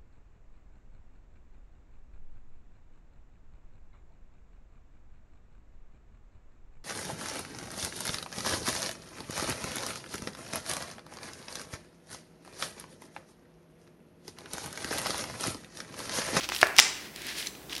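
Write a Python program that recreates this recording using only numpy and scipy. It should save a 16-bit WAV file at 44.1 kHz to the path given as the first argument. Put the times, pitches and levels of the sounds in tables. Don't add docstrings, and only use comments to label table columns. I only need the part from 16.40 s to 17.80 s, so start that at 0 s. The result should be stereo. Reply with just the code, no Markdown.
import sys
import numpy as np
from scipy import signal
from scipy.fft import rfft, irfft
from scipy.io import wavfile

SR = 44100
rng = np.random.default_rng(int(sys.argv[2]) if len(sys.argv) > 2 else 0)


def output_pcm(signal):
    pcm = np.clip(np.atleast_2d(signal).T, -1, 1) * 32767
    wavfile.write(sys.argv[1], SR, np.round(pcm).astype(np.int16))


N = 61739

# pitch_hz, level_db
BACKGROUND_TONE = [(20, -33), (40, -22), (58, -6), (85, -12), (120, -6), (200, -4.5), (340, -2.5),
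                   (500, -9), (800, -12), (1400, -17), (4000, -27), (15500, -23.5)]
# pitch_hz, level_db
HUM_NOTES = [(59, -65), (298, -65), (358, -65.5)]
# pitch_hz, level_db
STEREO_HISS_TONE = [(20, -11), (60, 0), (120, -3), (400, -2), (1500, -14), (5000, -14), (15500, -6.5)]
# time_s, level_db
BEND_LEVELS = [(0, -42), (.05, -35), (.075, -55), (.115, -41), (.13, -35.5), (.175, -41.5), (.205, -41),
               (.222, -32.5), (.25, -42.5), (.33, -59), (.38, -35.5), (.45, -33.5), (.7, -61.5),
               (1.28, -62.5), (1.31, -42), (1.4, -46.5)]
# pitch_hz, level_db
BEND_TONE = [(100, -7), (400, -5), (1000, -4.5), (2000, 3), (3500, 1.5), (6000, 0.5), (7500, -9.5),
             (11000, -13.5), (15500, -27)]
# pitch_hz, level_db
FOIL_TONE = [(100, -20), (400, 1), (900, 1.5), (2000, -1), (3600, 1.5), (6000, -7), (7500, -9.5),
             (11000, -4.5), (15500, -14)]
# start_s, level_db, pitch_hz, fade_s
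CRINKLE_EVENTS = [(.0090, -27, 3300, 0.0018), (.0334, -30.5, 4950, 0.00068), (0.044, -29, 3240, 0.0011),
                  (0.0901, -20.5, 2870, 0.0012), (0.0941, -30, 1010, .002), (.0990, -25, 3400, 0.0012),
                  (.1205, -24.5, 1940, 0.002), (0.1487, -23, 4520, 0.00099), (.1630, -24.5, 4400, 0.0028),
                  (0.189, -30.5, 4400, 0.0015), (.2143, -15.5, 5270, 0.001), (.2174, -20, 3200, .001),
                  (.2700, -26, 5130, 0.0011), (0.3808, -19, 6030, 0.001), (0.4065, -19, 5200, 0.0013),
                  (0.5438, -37, 3000, 0.0014), (0.7611, -30, 6100, 0.0011), (0.8198, -33, 6000, 0.00091),
                  (0.8678, -30, 9000, 0.0012), (0.985, -30, 4700, 0.0011), (1.0280, -26, 3380, .0004),
                  (1.063, -36, 11000, 0.00071), (1.1516, -42.5, 2280, 0.0036),
                  (1.2965, -34.5, 2740, 0.0018), (1.326, -27, 2460, 0.0009), (1.3302, -25, 3100, 0.0011),
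                  (1.3522, -28.5, 5100, 0.0019), (1.3647, -25.5, 5150, 0.0016), (1.3806, -30, 5600, 0.0017)]
# start_s, level_db
JOLTS = [(.0900, -31.5), (0.1204, -30), (0.2298, -0.5), (.3990, -16.5)]
# pitch_hz, level_db, ring_s
BAR_NOTES = [(110, -20, 0.013), (371, -17, 0.035), (674, -5, 0.018), (1114, -3, 0.009), (1412, -8.5, .022),
             (1698, 0.5, 0.012), (2224, -0.5, 0.0079), (2680, -1.5, 0.007)]
# start_s, level_db, pitch_hz, width_octaves, grit_offset_db
CRACK_EVENTS = [(.3660, -21, 5800, 0.96, -3), (0.3858, 1, 4540, 0.85, -11.5),
                (0.3905, 6.5, 1985, 0.83, -24.5), (0.3932, -3.5, 3960, 0.66, -3),
                (0.3994, 0.5, 5300, .9, -10)]
# pitch_hz, level_db, ring_s
PIECE_NOTES = [(457, -18.5, 0.021), (810, -6.5, 0.012), (960, -8.5, 0.0077), (2038, -9.5, 0.015),
               (2370, -9, 0.0091), (2884, -6.5, 0.0074), (3714, -10.5, 0.0092), (5090, -8.5, 0.0093),
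               (5850, -2.5, 0.0066), (7320, -7, 0.0052), (9950, -8.5, 0.0049), (11450, -21, 0.012)]
# time_s, level_db
SLIDE_LEVELS = [(.5, -57), (.58, -47.5), (.66, -46), (.72, -59), (.78, -45), (.84, -44), (.89, -36),
                (.945, -43), (.99, -35), (1.04, -43), (1.075, -39.5), (1.11, -59.5), (1.2, -60.5)]
# pitch_hz, level_db
CARD_TONE = [(100, -45), (500, -19), (1300, -6.5), (1750, 1), (2100, 1.5), (3000, -2), (5000, -4.5),
             (8000, -15.5), (10500, -12.5), (15500, -28.5)]
# time_s, tilt_db_per_octave
SLIDE_BRIGHTNESS = [(.65, -0.5), (.8, 0), (.9, 0.2), (1.0, 3)]
# pitch_hz, level_db, ring_s
EDGE_NOTES = [(4030, 2, 0.013), (6100, -2, 0.014), (7400, 1, 0.0046), (10400, -1, 0.0082)]
# pitch_hz, ring_s, level_db
ROOM_BANDS = [(100, .4, -15), (300, 0.49, -9.5), (800, 0.5, -10.5), (2040, 0.56, -12.5), (5000, 0.44, -10),
              (8800, 0.46, -6.5), (14900, .25, -25)]
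# delay_s, level_db
FIRST_ECHOES = [(.0094, -19), (.0139, -23.5)]


def amp(db):
    return 10 ** (np.asarray(db) / 20)


def unit_level(x):
    return x / np.sqrt(np.mean(x ** 2) + 1e-20)


def at_pitch(points, hz):
    pitch_hz, value = np.transpose(points)
    return np.interp(np.log(hz + 1), np.log(pitch_hz + 1), value)


def over_time(points):
    return np.interp(np.arange(N) / SR, *np.transpose(points))


def add(mix, start_s, sound):
    part = mix[max(round(start_s * SR), 0):][:len(sound)]
    part += sound[:len(part)]


def hump(hz, pitch_hz, octaves):
    return 1 / (1 + (np.log2((hz + 1) / pitch_hz) / octaves) ** 2)


def shape_tone(x, tone, pitch_hz=None, octaves=1):
    hz = np.fft.rfftfreq(len(x), 1 / SR)
    gain = amp(at_pitch(tone, hz)) * (hump(hz, pitch_hz, octaves) if pitch_hz else 1)
    return unit_level(irfft(rfft(x) * gain, len(x)))


def ring(notes, drive, size=4096):
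    hz = np.fft.rfftfreq(size, 1 / SR) + 1
    pitch_hz, level_db, ring_s = np.array(notes).T[:, :, None]
    fade_s = ring_s / np.log(1000)
    off_pitch = np.pi * fade_s * (hz - pitch_hz ** 2 / hz)
    power = (amp(level_db) * fade_s * SR / 2) ** 2 / (1 + off_pitch ** 2)
    strength = np.sqrt(power.sum(0)) * drive(hz)
    cepstrum = irfft(np.log(strength + 1e-4), size)
    forward_only = np.r_[1, np.full(size // 2 - 1, 2), 1, np.zeros(size // 2 - 1)]
    return irfft(np.exp(rfft(cepstrum * forward_only)), size)


def burst(pitch_hz, octaves, rise_s, fade_s, size=1024):
    t = (np.arange(size) - size // 8) / SR
    swell = np.exp(-np.where(t < 0, -t / rise_s, t / fade_s))
    sound = swell * shape_tone(rng.standard_normal(size), FOIL_TONE, pitch_hz, octaves)
    return -t[0], unit_level(sound) * np.sqrt(np.mean(swell ** 2))


def ticks(per_s, spread_db):
    size = amp(spread_db * np.minimum(rng.exponential(1, N), 4))
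    return size * rng.choice([-1, 1], N) * (rng.random(N) < per_s / SR)


def background():
    t = np.arange(N) / SR
    hum = sum(amp(db) * np.sqrt(2) * np.sin(2 * np.pi * (hz * t + rng.random())) for hz, db in HUM_NOTES)
    return hum + amp(-49) * shape_tone(rng.standard_normal(N), BACKGROUND_TONE)


def wrapper():
    out = amp(over_time(BEND_LEVELS)) * shape_tone(ticks(per_s=1700, spread_db=1.5), BEND_TONE)
    stretch = over_time([(0.09, 0), (0.17, 1), (0.45, 0)])
    fizz = shape_tone(ticks(per_s=2000, spread_db=5), FOIL_TONE, pitch_hz=10900)
    out += amp(-42) * stretch ** 2 * fizz
    for start_s, level_db, pitch_hz, fade_s in CRINKLE_EVENTS:
        lead_s, crinkle = burst(pitch_hz, octaves=1.01, rise_s=0.00031, fade_s=fade_s)
        add(out, start_s - lead_s, amp(level_db) * crinkle)
    return out


def bar_knocks(muffle_hz=2610):
    out = np.zeros(N)
    knock = ring(BAR_NOTES, lambda hz: 1 / np.sqrt(1 + (hz / muffle_hz) ** 9))
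    for start_s, level_db in JOLTS:
        add(out, start_s, amp(level_db) * knock)
    return out


def bar_cracks():
    out = np.zeros(N)
    for start_s, level_db, pitch_hz, octaves, grit_offset_db in CRACK_EVENTS:
        crack = ring(PIECE_NOTES, lambda hz: hump(hz, pitch_hz, octaves))
        add(out, start_s, amp(level_db) * crack)
        lead_s, grit = burst(pitch_hz, octaves, rise_s=0.0011, fade_s=0.0012)
        add(out, start_s - lead_s, amp(level_db + grit_offset_db) * grit)
    return out


def fingers():
    slips = shape_tone(ticks(per_s=9000, spread_db=2.5), CARD_TONE)
    hz, t, bands = signal.stft(slips, SR, nperseg=256)
    octaves = np.log2(np.maximum(hz, 500) / 3000)
    tilt_db = octaves[:, None] * np.interp(t, *np.transpose(SLIDE_BRIGHTNESS))
    slide = signal.istft(bands * amp(tilt_db), SR)[1][:N]
    return amp(over_time(SLIDE_LEVELS)) * slide


def edge_click():
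    return amp(-21.5) * ring(EDGE_NOTES, lambda hz: hump(hz, pitch_hz=5460, octaves=0.59))


def room_ring(sound, gap_s=0.0062, build_s=0.0054):
    t = np.arange(SR) / SR
    echoes = rng.standard_normal(SR) * (rng.random(SR) < 0.15)
    hz, age_s, bands = signal.stft(unit_level(echoes), SR, nperseg=256)
    room = np.array(ROOM_BANDS)
    ring_s = at_pitch(room[:, [0, 1]], hz)[:, None]
    level_db = at_pitch(room[:, [0, 2]], hz)[:, None]
    fade = amp(level_db - 60 * age_s / ring_s)
    balance = np.sqrt(2 * np.log(1000) / (ring_s * SR))
    tail = signal.istft(bands * fade * balance, SR)[1][:SR]
    fade_in = np.clip((t - gap_s) / build_s, 0, 1)
    return signal.fftconvolve(sound, tail * fade_in)[:N]


def scene():
    near = bar_knocks() + bar_cracks() + wrapper() + fingers()
    add(near, start_s=1.0709, sound=edge_click())
    centre = near + room_ring(near) + background()
    for delay_s, level_db in FIRST_ECHOES:
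        add(centre, delay_s, amp(level_db) * near)
    hiss = amp(-61) * shape_tone(rng.standard_normal(N), STEREO_HISS_TONE)
    side = hiss + amp(-62) * room_ring(near)
    return np.array([centre + side, centre - side])


def record(dry, top_hz=15850):
    rounded = dry / (1 + abs(dry) ** 8) ** (1 / 8)
    treble_cut = signal.firwin(511, top_hz, window=("kaiser", 9), fs=SR)
    return signal.oaconvolve(rounded, treble_cut[None], "same")


dry = scene()
out = record(dry)
output_pcm(out)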